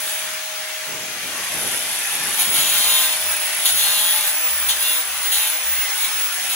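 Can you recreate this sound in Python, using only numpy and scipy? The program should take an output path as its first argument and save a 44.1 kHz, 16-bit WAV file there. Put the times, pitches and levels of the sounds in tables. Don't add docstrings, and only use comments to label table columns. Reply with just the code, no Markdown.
import sys
import numpy as np
from scipy import signal
from scipy.fft import rfft, irfft, next_fast_len
from scipy.io import wavfile
from scipy.ndimage import uniform_filter1d, map_coordinates

SR = 44100
rng = np.random.default_rng(int(sys.argv[2]) if len(sys.argv) > 2 else 0)


def materialize(psi):
    bounded = np.clip(np.atleast_2d(psi).T, -1, 1)
    quanta = np.round(bounded * 32767).astype(np.int16)
    wavfile.write(sys.argv[1], SR, quanta)


def volts_from_decibels(level):
    exponent = np.asarray(level, float) / 20
    return 10 ** exponent


N = 288855
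GEARING = 9 / 32


def unit(x):
    return x / np.sqrt(np.mean(x ** 2) + 1e-20)


def along(points, hz):
    f, v = np.transpose(points)
    return np.interp(np.log(hz + 1), np.log(f + 1), v)


def curves(rows):
    s, *columns = np.transpose(rows)
    return [np.interp(np.arange(N) / SR, s, column) for column in columns]


def wobble(rate):
    knots = rng.standard_normal(int(N * rate / SR) + 4)
    return map_coordinates(knots, [np.arange(N) * rate / SR])


def filtered(x, response):
    size = next_fast_len(N + SR // 2)
    hz = np.fft.rfftfreq(size, 1 / SR)
    return irfft(rfft(x, size) * response(hz), size)[..., :N]


def coloured(x, spectrum):
    return unit(filtered(x, lambda hz: volts_from_decibels(along(spectrum, hz))))


# start and end in seconds, scrape in dB, bracket ring in dB, drag in turns per second squared.
TOUCHES = [
    (3.65, 3.701, -19.5, -18.5, 70.5),
    (4.312, 4.343, -44, -45, 20),
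    (4.685, 4.709, -22.5, -19, 174),
    (5.3148, 5.352, -21, -21, 22),
    (6.04, 6.071, -29, -37, 80),
    (6.494, 6.56, -27, -29, 4.2),
]
PRESSES = [
    (2.347, 2.419, -21, -23.5, 40.7),
    (2.503, 2.84, -23.5, -24, 29),
    (2.809, 3.059, -24, -26, 51),
    (2.998, 3.136, -39, -31, 12),
    (3.728, 3.82, -24, -23.5, 45),
    (3.768, 3.997, -23.5, -24.5, 50),
    (3.931, 4.279, -24.5, -28.5, 66),
    (4.765, 4.964, -25.5, -30, 55),
    (5.327, 5.507, -26, -28.5, 82),
    (5.939, 6.067, -32, -31.5, 15.8),
]


def contact_db():
    t = np.arange(N) / SR
    out = np.full((2, N), -120.)
    for rows, attack, sag in [(TOUCHES, 0.0015, 127), (PRESSES, 0.05, 13)]:
        for start, end, scrape_db, ring_db, _ in rows:
            entry = -16 * np.clip(1 - (t - start) / attack, 0, 1)
            release = -480 * np.clip(t - end, 0, None)
            shape = entry - sag * (t - start) + release
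            level = shape + np.array([[scrape_db], [ring_db]])
            out = np.maximum(out, np.where(t < start, -120, level))
    return out


def armature_turns():
    free_turns, recovery_s, inertia_s = 629.3, .33, .04
    t = np.arange(N) / SR
    drags = [turns_s2 * ((t > start) & (t < end)) for start, end, _, _, turns_s2 in TOUCHES + PRESSES]
    drag = np.max(drags, axis=0)
    lost = signal.lfilter([1 / SR], [1, -np.exp(-1 / (SR * recovery_s))], drag)
    speed = free_turns - uniform_filter1d(lost, size=int(inertia_s * SR))
    return np.cumsum(speed) / SR


# frequency in Hz, level in dB.
GEARS = [(500, -35), (800, -3), (1100, -24), (2800, -10), (3550, -0.5), (3900, -10), (6500, -14),
         (9300, -1), (10000, -16.5), (10600, 0), (11300, -11.5), (12000, -5.5), (15500, -15.5)]
# frequency in Hz, level in dB.
KNOCK = [(6000, -32), (9000, -16), (10000, 0), (11000, -1), (12200, -13), (15500, -34)]
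# time in seconds, level in dB.
SIGHT = [(0, -5), (1.25, -3), (1.6, 0.5), (6.55, -1)]
# time in seconds, cooling air in dB, gear rattle in dB.
TOOL = [(0, -35, -26), (.2, -34.5, -26.5), (.45, -35.5, -43), (1.15, -35.5, -38.5), (1.55, -33, -26.5),
        (2.2, -32, -26), (2.9, -31.5, -21), (3.3, -32, -26.5), (3.62, -32.5, -25.5), (4.2, -33, -24.5),
        (4.45, -33, -28.5), (4.66, -33, -26.5), (5.0, -34, -28.5), (5.3, -34, -28), (5.8, -33, -30),
        (6.0, -32, -27.5), (6.3, -33, -30.5), (6.55, -32.5, -25.5)]
# time in seconds, peak in dB.
HARD_KNOCKS = [(1.5554, -13), (1.6062, -14), (1.6342, -10), (1.6736, -12), (1.7639, -11), (1.8876, -15),
               (2.0323, -10), (2.0852, -15), (2.2169, -14), (2.2772, -14), (2.2942, -11), (2.3276, -14),
               (2.4527, -7), (2.5177, -12), (2.5311, -7), (2.5486, -6), (2.6713, -14), (2.8414, -5),
               (3.0225, -17), (3.0505, -14), (3.1258, -16), (3.2174, -10), (3.263, -12), (3.2924, -10),
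               (3.3, -10), (3.3204, -8), (3.3488, -18), (3.3662, -5), (3.4002, -9), (3.4111, -7),
               (3.495, -18), (3.5346, -19), (3.571, -14), (3.5864, -14), (3.6045, -19), (3.6217, -9),
               (3.6496, -15), (3.65, -5), (3.7236, -5), (3.7465, -11), (3.9205, -14), (4.0741, -12),
               (4.4109, -17), (4.5074, -8), (4.5583, -8), (4.5778, -11), (4.6857, -11), (4.6896, -8),
               (4.795, -13), (5.012, -13), (5.0749, -10), (5.1776, -11), (5.3155, -13), (5.3955, -14),
               (5.4998, -6), (5.7185, -13),
               (3.6954, -9), (3.7004, -12), (3.7064, -7), (3.7124, -12), (3.7184, -16), (3.7239, -9),
         (3.7524, -11), (3.7584, -7), (3.7694, -11), (3.7754, -12), (4.3154, -18), (4.3214, -21),
         (4.3291, -17), (5.3774, -13)]


def gear_rattle(turns, load_db):
    wheel = GEARING * turns
    hiss_db = 3 * np.cos(2 * np.pi * wheel) + 2.2 * wobble(70) + 1.2 * wobble(15)
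    hiss = coloured(volts_from_decibels(hiss_db) * rng.standard_normal(N), GEARS)

    mains_hz = 60
    ripple = np.cos(2 * np.pi * (mains_hz * np.arange(N) / SR + 0.58 * wobble(12)))
    size_db = 6 * ripple + 3.2 * np.clip(rng.standard_normal(N), -2, 2)
    blows = np.diff(np.floor(wheel + .1 * wobble(150)), prepend=0) * volts_from_decibels(size_db)
    fade = volts_from_decibels(-60 * np.arange(600) / SR / 0.018)
    knocks = coloured(np.convolve(blows, fade)[:N] * rng.standard_normal(N), KNOCK)
    slack = np.clip((-28 - load_db) / 8, .3, 1)

    hard = np.zeros(N)
    s, db = np.transpose(HARD_KNOCKS)
    hard[(s * SR).astype(int)] = volts_from_decibels(db)
    t = np.arange(400) / SR
    tones = sum(np.sin(2 * np.pi * hz * t) for hz in (10050, 10500, 11100))
    casing = tones * volts_from_decibels(-60 * t / 0.013) * np.clip(t / .0004, 0, 1)
    hard_knocks = volts_from_decibels(-6.5) * np.convolve(hard, casing)[:N]

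    rattle_db = curves(TOOL)[1] - 4.0
    sight_db = curves(SIGHT)[0] + 0.5
    return volts_from_decibels(rattle_db) * (hiss + slack * volts_from_decibels(sight_db) * knocks) + hard_knocks


def rim(turns, wear_rate, spots_db):
    even_grit = .6
    count, size = int(N * wear_rate / SR) + 3, 256
    noise = rng.standard_normal((count, size))
    high_spots = unit(uniform_filter1d(noise, size=24, mode="wrap"))
    orders = rfft(rng.standard_normal((count, size)) * volts_from_decibels(spots_db * high_spots))
    grit = irfft(orders / abs(orders) ** even_grit)
    grit = np.concatenate([grit, grit[:, :1]], axis=1)
    wear = np.arange(N) * wear_rate / SR
    read = map_coordinates(grit, [wear, turns % 1 * size], order=1)
    return unit(read / np.hypot(wear % 1, 1 - wear % 1))


# frequency in Hz, level in dB.
SCRAPE = [(150, -35.5), (600, -22.5), (850, -13), (1500, -14), (5000, -15), (9200, -19.5), (9900, 3),
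          (10500, 3.5), (11400, -2), (12200, -4.5), (14000, -3), (15700, -3)]
# frequency in Hz, width in Hz, level in dB.
BRACKET = [(2780, 180, -6), (3200, 400, -3), (3620, 500, 0), (4280, 450, -4), (5600, 1200, -15),
           (6850, 350, -5), (8530, 400, -9)]


def cutting(turns, scrape_db, ring_db):
    wheel = GEARING * turns
    sparks_db = 3.4 * np.cos(4 * np.pi * wheel) + 5.8 * np.clip(wobble(300), -2, 2)
    sparks = unit(rng.standard_normal(N) * volts_from_decibels(sparks_db))
    scrape = coloured(rim(wheel, wear_rate=10, spots_db=3) + .7 * sparks, SCRAPE)

    def steel(hz):
        total = 0
        for k, (centre, width, db) in enumerate(BRACKET):
            damping = 1j * hz * width
            total = total + (-1) ** k * volts_from_decibels(db) * damping / (centre * centre - hz * hz + damping)
        return total

    grit = unit(rng.standard_normal(N) * volts_from_decibels(2.5 * wobble(200)))
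    ring = unit(filtered(rim(wheel, wear_rate=22, spots_db=3) + .6 * sparks + grit, steel))
    keep = np.exp(-1 / (SR * .003))
    ring_level = signal.lfilter([1 - keep], [1, -keep], volts_from_decibels(ring_db + 0.3))
    return volts_from_decibels(scrape_db + 6.5) * scrape + ring_level * ring


# start in seconds, end in seconds, wheel order, level in dB.
CHATTER = [(2.43, 2.5, 6, -44), (2.53, 3.08, 6, -42), (2.83, 3.09, 7, -40), (2.82, 3.08, 8, -45),
           (3.68, 4.12, 1, -58), (4.8, 4.98, 1, -63), (3.77, 4.2, 7, -47), (3.96, 4.12, 5, -46),
           (4.11, 4.23, 5, -37), (5.4, 5.52, 5, -43), (2.38, 2.44, 8, -42), (2.38, 2.44, 21, -37),
           (2.43, 2.49, 19, -39), (2.54, 2.79, 17, -39), (2.53, 3.04, 18, -35), (2.63, 2.69, 19, -33),
           (2.83, 3.09, 16, -34), (2.8, 3.09, 21, -32), (2.93, 2.99, 21, -30), (2.74, 3.09, 23, -38),
           (2.79, 2.94, 24, -38), (2.54, 3.08, 25, -35.5), (2.38, 2.5, 39, -41), (2.54, 2.74, 39, -34),
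           (2.83, 2.94, 39, -34), (2.54, 2.64, 49, -34), (2.79, 3.08, 49, -36), (3.72, 4.1, 18, -39),
           (3.82, 4.02, 16, -35), (3.96, 4.17, 19, -33), (3.81, 3.92, 20, -32), (3.91, 4.21, 20, -37),
           (3.76, 4.17, 21, -34), (3.76, 3.9, 24, -37), (3.72, 4.06, 25, -35), (3.91, 4.11, 23, -36),
           (3.76, 4.07, 49, -32), (3.77, 3.87, 39, -36), (4.81, 4.95, 16, -29.5), (4.68, 4.74, 18, -31),
           (4.81, 4.91, 21, -34), (4.81, 4.96, 20, -38), (5.32, 5.39, 19, -38), (5.32, 5.49, 18, -39),
           (5.36, 5.51, 16, -35), (5.4, 5.52, 15, -36), (5.39, 5.5, 21, -37), (4.18, 4.25, 16, -37),
           (3.645, 3.71, 21, -32), (5.34, 5.5, 25, -40)]


def chatter(turns):
    flutter, slip, out = wobble(32), wobble(45), np.zeros(N)
    for start, end, order, db in CHATTER:
        flutter, slip = np.roll(flutter, SR // 2), np.roll(slip, SR // 2)
        held = slice(int(start * SR), int(end * SR))
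        t = np.arange(held.start, held.stop) / SR
        swell = np.clip(np.minimum(t - start, end - t) / .03, 0, 1)
        rough = np.clip(order / 16, .3, 1)
        level = volts_from_decibels(db + 3.5 + rough * 3 * np.clip(flutter[held], -3, 1)) * swell
        phase = order * GEARING * turns[held] + .08 * rough * slip[held]
        out[held] += level * np.sin(2 * np.pi * phase)
    return out


# time in seconds, whine in dB.
WHINE = [(0, -32), (.12, -27), (.25, -37), (.9, -34), (1.5, -48), (2.3, -44), (2.5, -27), (3.15, -24),
         (3.6, -33), (3.8, -24), (4.05, -26), (4.35, -21), (4.7, -23), (5.2, -25), (5.35, -24.5),
         (5.85, -23), (6.25, -22.5), (6.45, -33)]


def fan_whine(turns):
    blades = 25
    level_db = curves(WHINE)[0] + 2.4 + 3.5 * np.clip(wobble(24), -3, 1.3)
    return volts_from_decibels(level_db) * np.sin(2 * np.pi * (blades * turns + .08 * wobble(40)))


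# time in seconds, armature hum in dB, left minus right in dB.
HUM = [(0, -40.5, 3), (.8, -37.5, -3), (1.1, -40.5, 2), (1.28, -52, -6), (1.6, -44, 14), (2.3, -60, 27),
       (2.5, -39, -6), (2.72, -36.5, 0), (3.45, -38.5, -2), (3.56, -41.5, -10), (4.05, -38.5, -1),
       (4.35, -42.5, 0), (4.9, -43.5, -9), (5.05, -48, -6), (5.3, -52, 0), (5.5, -40.5, -5), (5.95, -52, 7),
       (6.55, -52, 6)]


def armature_hum(turns):
    level_db, pan_db = curves(HUM)
    drift = 0.074 * np.array([wobble(2.97), wobble(3.0)])
    sides_db = np.array([pan_db, -pan_db]) / 2
    return volts_from_decibels(level_db - 1.5 + sides_db) * np.sin(2 * np.pi * (turns + drift))


# frequency in Hz, likeness (1 = same).
ALIKE = [(60, 1), (130, .9), (300, 0.84), (800, 0.71), (1300, 0.56), (2400, 0.52), (3200, 0.031),
         (6000, 0.057), (8300, 0.093), (10500, 0.48), (15000, 1)]


def spread(pair):
    def mid_side(hz):
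        angle = np.arccos(np.clip(along(ALIKE, hz), -1, 1)) / 2
        return np.array([np.cos(angle), np.sin(angle)])

    mid, side = filtered(pair, mid_side)
    return np.array([mid + side, mid - side])


def diffuse(spectrum):
    return coloured(spread(rng.standard_normal((2, N))), spectrum)


# frequency in Hz, level in dB per Hz.
AIR = [(250, -30.5), (480, -18), (800, -8.5), (1150, -7), (1550, -3), (2600, -2), (4300, -8), (6300, -7),
       (8000, -11), (10400, -9), (13000, -18), (15500, -14.5)]


def cooling_air():
    z = signal.stft(diffuse(AIR), nperseg=1024)[2]
    streaks = uniform_filter1d(rng.standard_normal(z.shape[1:]), size=3, axis=0)
    streaks = unit(uniform_filter1d(streaks, size=9, axis=1))
    air = unit(signal.istft(z * volts_from_decibels(2.2 * streaks), nperseg=1024)[1][:, :N])
    return volts_from_decibels(curves(TOOL)[0] + 7.5 + 0.22 * wobble(4.2)) * air


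# frequency in Hz, seconds to fall by 60 dB.
WALLS = [(500, .45), (3000, .22), (10000, .15), (16000, .1)]


def walls(x):
    hz, t, z = signal.stft(rng.standard_normal((2, SR // 2)), SR, nperseg=256)
    fade = volts_from_decibels(-60 * t / along(WALLS, hz)[:, None])
    tail = signal.istft(z * fade, SR, nperseg=256)[1]
    late = np.pad(x, (300, 0))[None]
    return signal.fftconvolve(late, tail / np.linalg.norm(tail[0]), axes=1)[:, :N]


# frequency in Hz, level in dB.
WET = [(500, -7), (2500, -2.5), (3500, -2), (6000, -3.5), (8000, 0.5), (15000, -16.5)]


def workshop_echo(direct, sung):
    bounced = spread(walls(direct + volts_from_decibels(-9) * sung))
    return filtered(bounced, lambda hz: volts_from_decibels(along(WET, hz)))


# frequency in Hz, level in dB per Hz.
FLOOR = [(15, -52), (25, -8), (192, 1.5), (588, 1.5), (638, 3), (750, -10), (840, -1), (1000, -10),
         (1200, -11), (1560, -36), (2640, -120)]
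# time in seconds, level in dB.
RUMBLE = [(0, -49.5), (.7, -55), (2.9, -50.5), (4.4, -55), (5.9, -59), (6.4, -52.5)]
# start in seconds, hold in seconds, level in dB.
STEPS = [
    (0.844, 0.13, -41),
    (1.185, 0.18, -45),
    (1.497, 0.15, -38),
    (2.12, 0.12, -43),
    (2.447, 0.12, -41.5),
    (3.899, 0.12, -62),
    (4.68, 0.02, -62),
]


def shoes():
    attack_s, sag_db_per_s, fade_db_per_s = 0.047, 14, 45
    t = np.arange(N) / SR
    level = volts_from_decibels(curves(RUMBLE)[0] + 1.4 * wobble(9))
    for start, hold, db in STEPS:
        sag_db = sag_db_per_s * np.clip(t - start, 0, None)
        fade_db = fade_db_per_s * np.clip(t - start - attack_s - hold, 0, None)
        level = level + np.clip((t - start) / attack_s, 0, 1) * volts_from_decibels(db - sag_db - fade_db)
    return level * volts_from_decibels(1.24 * wobble(30)) * diffuse(FLOOR)


def scene():
    turns = armature_turns()
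    scrape_db, ring_db = contact_db()
    direct = gear_rattle(turns, scrape_db) + cutting(turns, scrape_db, ring_db) + fan_whine(turns)
    sung = chatter(turns)
    echo = workshop_echo(direct, sung)
    return direct + sung + echo + cooling_air() + armature_hum(turns) + shoes()


# frequency in Hz, lead in radians.
LEAD = [(100, 0), (2400, .4), (2900, -.7), (3400, 1.5), (5400, 3.1), (6400, 6.6), (7300, 7.3), (8000, 9),
        (8800, 8.8), (9400, 7.4), (10900, 6.3), (12800, 6.3), (13800, 5.2), (15300, 4.2)]
# frequency in Hz, left minus right in dB.
TILT = [(100, 1), (1200, 1.5), (2200, -1.5), (3200, 3), (5000, 4), (6400, 7.5), (7300, 1), (8000, -.5),
        (9000, .5), (11000, 0)]


def ports(x):
    half = np.array([[.5], [-.5]])
    return filtered(x, lambda hz: volts_from_decibels(half * along(TILT, hz)) * np.exp(1j * half * along(LEAD, hz)))


# frequency in Hz, level in dB.
THRIFT = [(3500, -30), (4700, -9), (5600, -13), (7700, -8.5), (8700, -6.5), (9400, -16), (13000, -13),
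          (14300, -8), (15000, -4.5), (15400, -11)]


def mute_faint_treble(x, side_db):
    side_hz, top_hz, shift = 10700, 15800, 269
    mid_side = np.pad([x[0] + x[1], x[0] - x[1]], [(0, 0), (shift, 0)])
    hz, _, z = signal.stft(mid_side, SR, window="cosine", nperseg=2048)
    power = abs(z[:, :1024]) ** 2
    band = np.repeat(power.reshape(2, 64, 16, -1).mean(axis=2), repeats=16, axis=1)
    vary_db = np.repeat(rng.normal(0, 3, (2, 64, z.shape[-1])), repeats=16, axis=1)
    under = band / power.mean(axis=(0, 1)) * volts_from_decibels(vary_db)
    limit_db = along(THRIFT, hz[8:1024:16]).repeat(16)
    z[0, :1024] *= under[0] > volts_from_decibels(2 * limit_db)[:, None]
    z[1, :1024] *= (under[1] > volts_from_decibels(2 * side_db)) | (hz[:1024, None] < side_hz)
    z[:, hz > top_hz] = 0
    mid, side = signal.istft(z, SR, window="cosine", nperseg=2048)[1][:, shift:shift + N] / 2
    return np.array([mid + side, mid - side])


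def band_limit(x):
    return signal.sosfilt(signal.butter(12, 16910, fs=SR, output="sos"), x)


def record(dry):
    heard = filtered(ports(dry), lambda hz: hz ** 2 / (hz ** 2 + 45 ** 2))
    held = heard / (1 + abs(heard / .85) ** 6) ** (1 / 6)
    mix = mute_faint_treble(held, side_db=-8)
    return band_limit(mix)


dry = scene()
out = record(dry)
materialize(out)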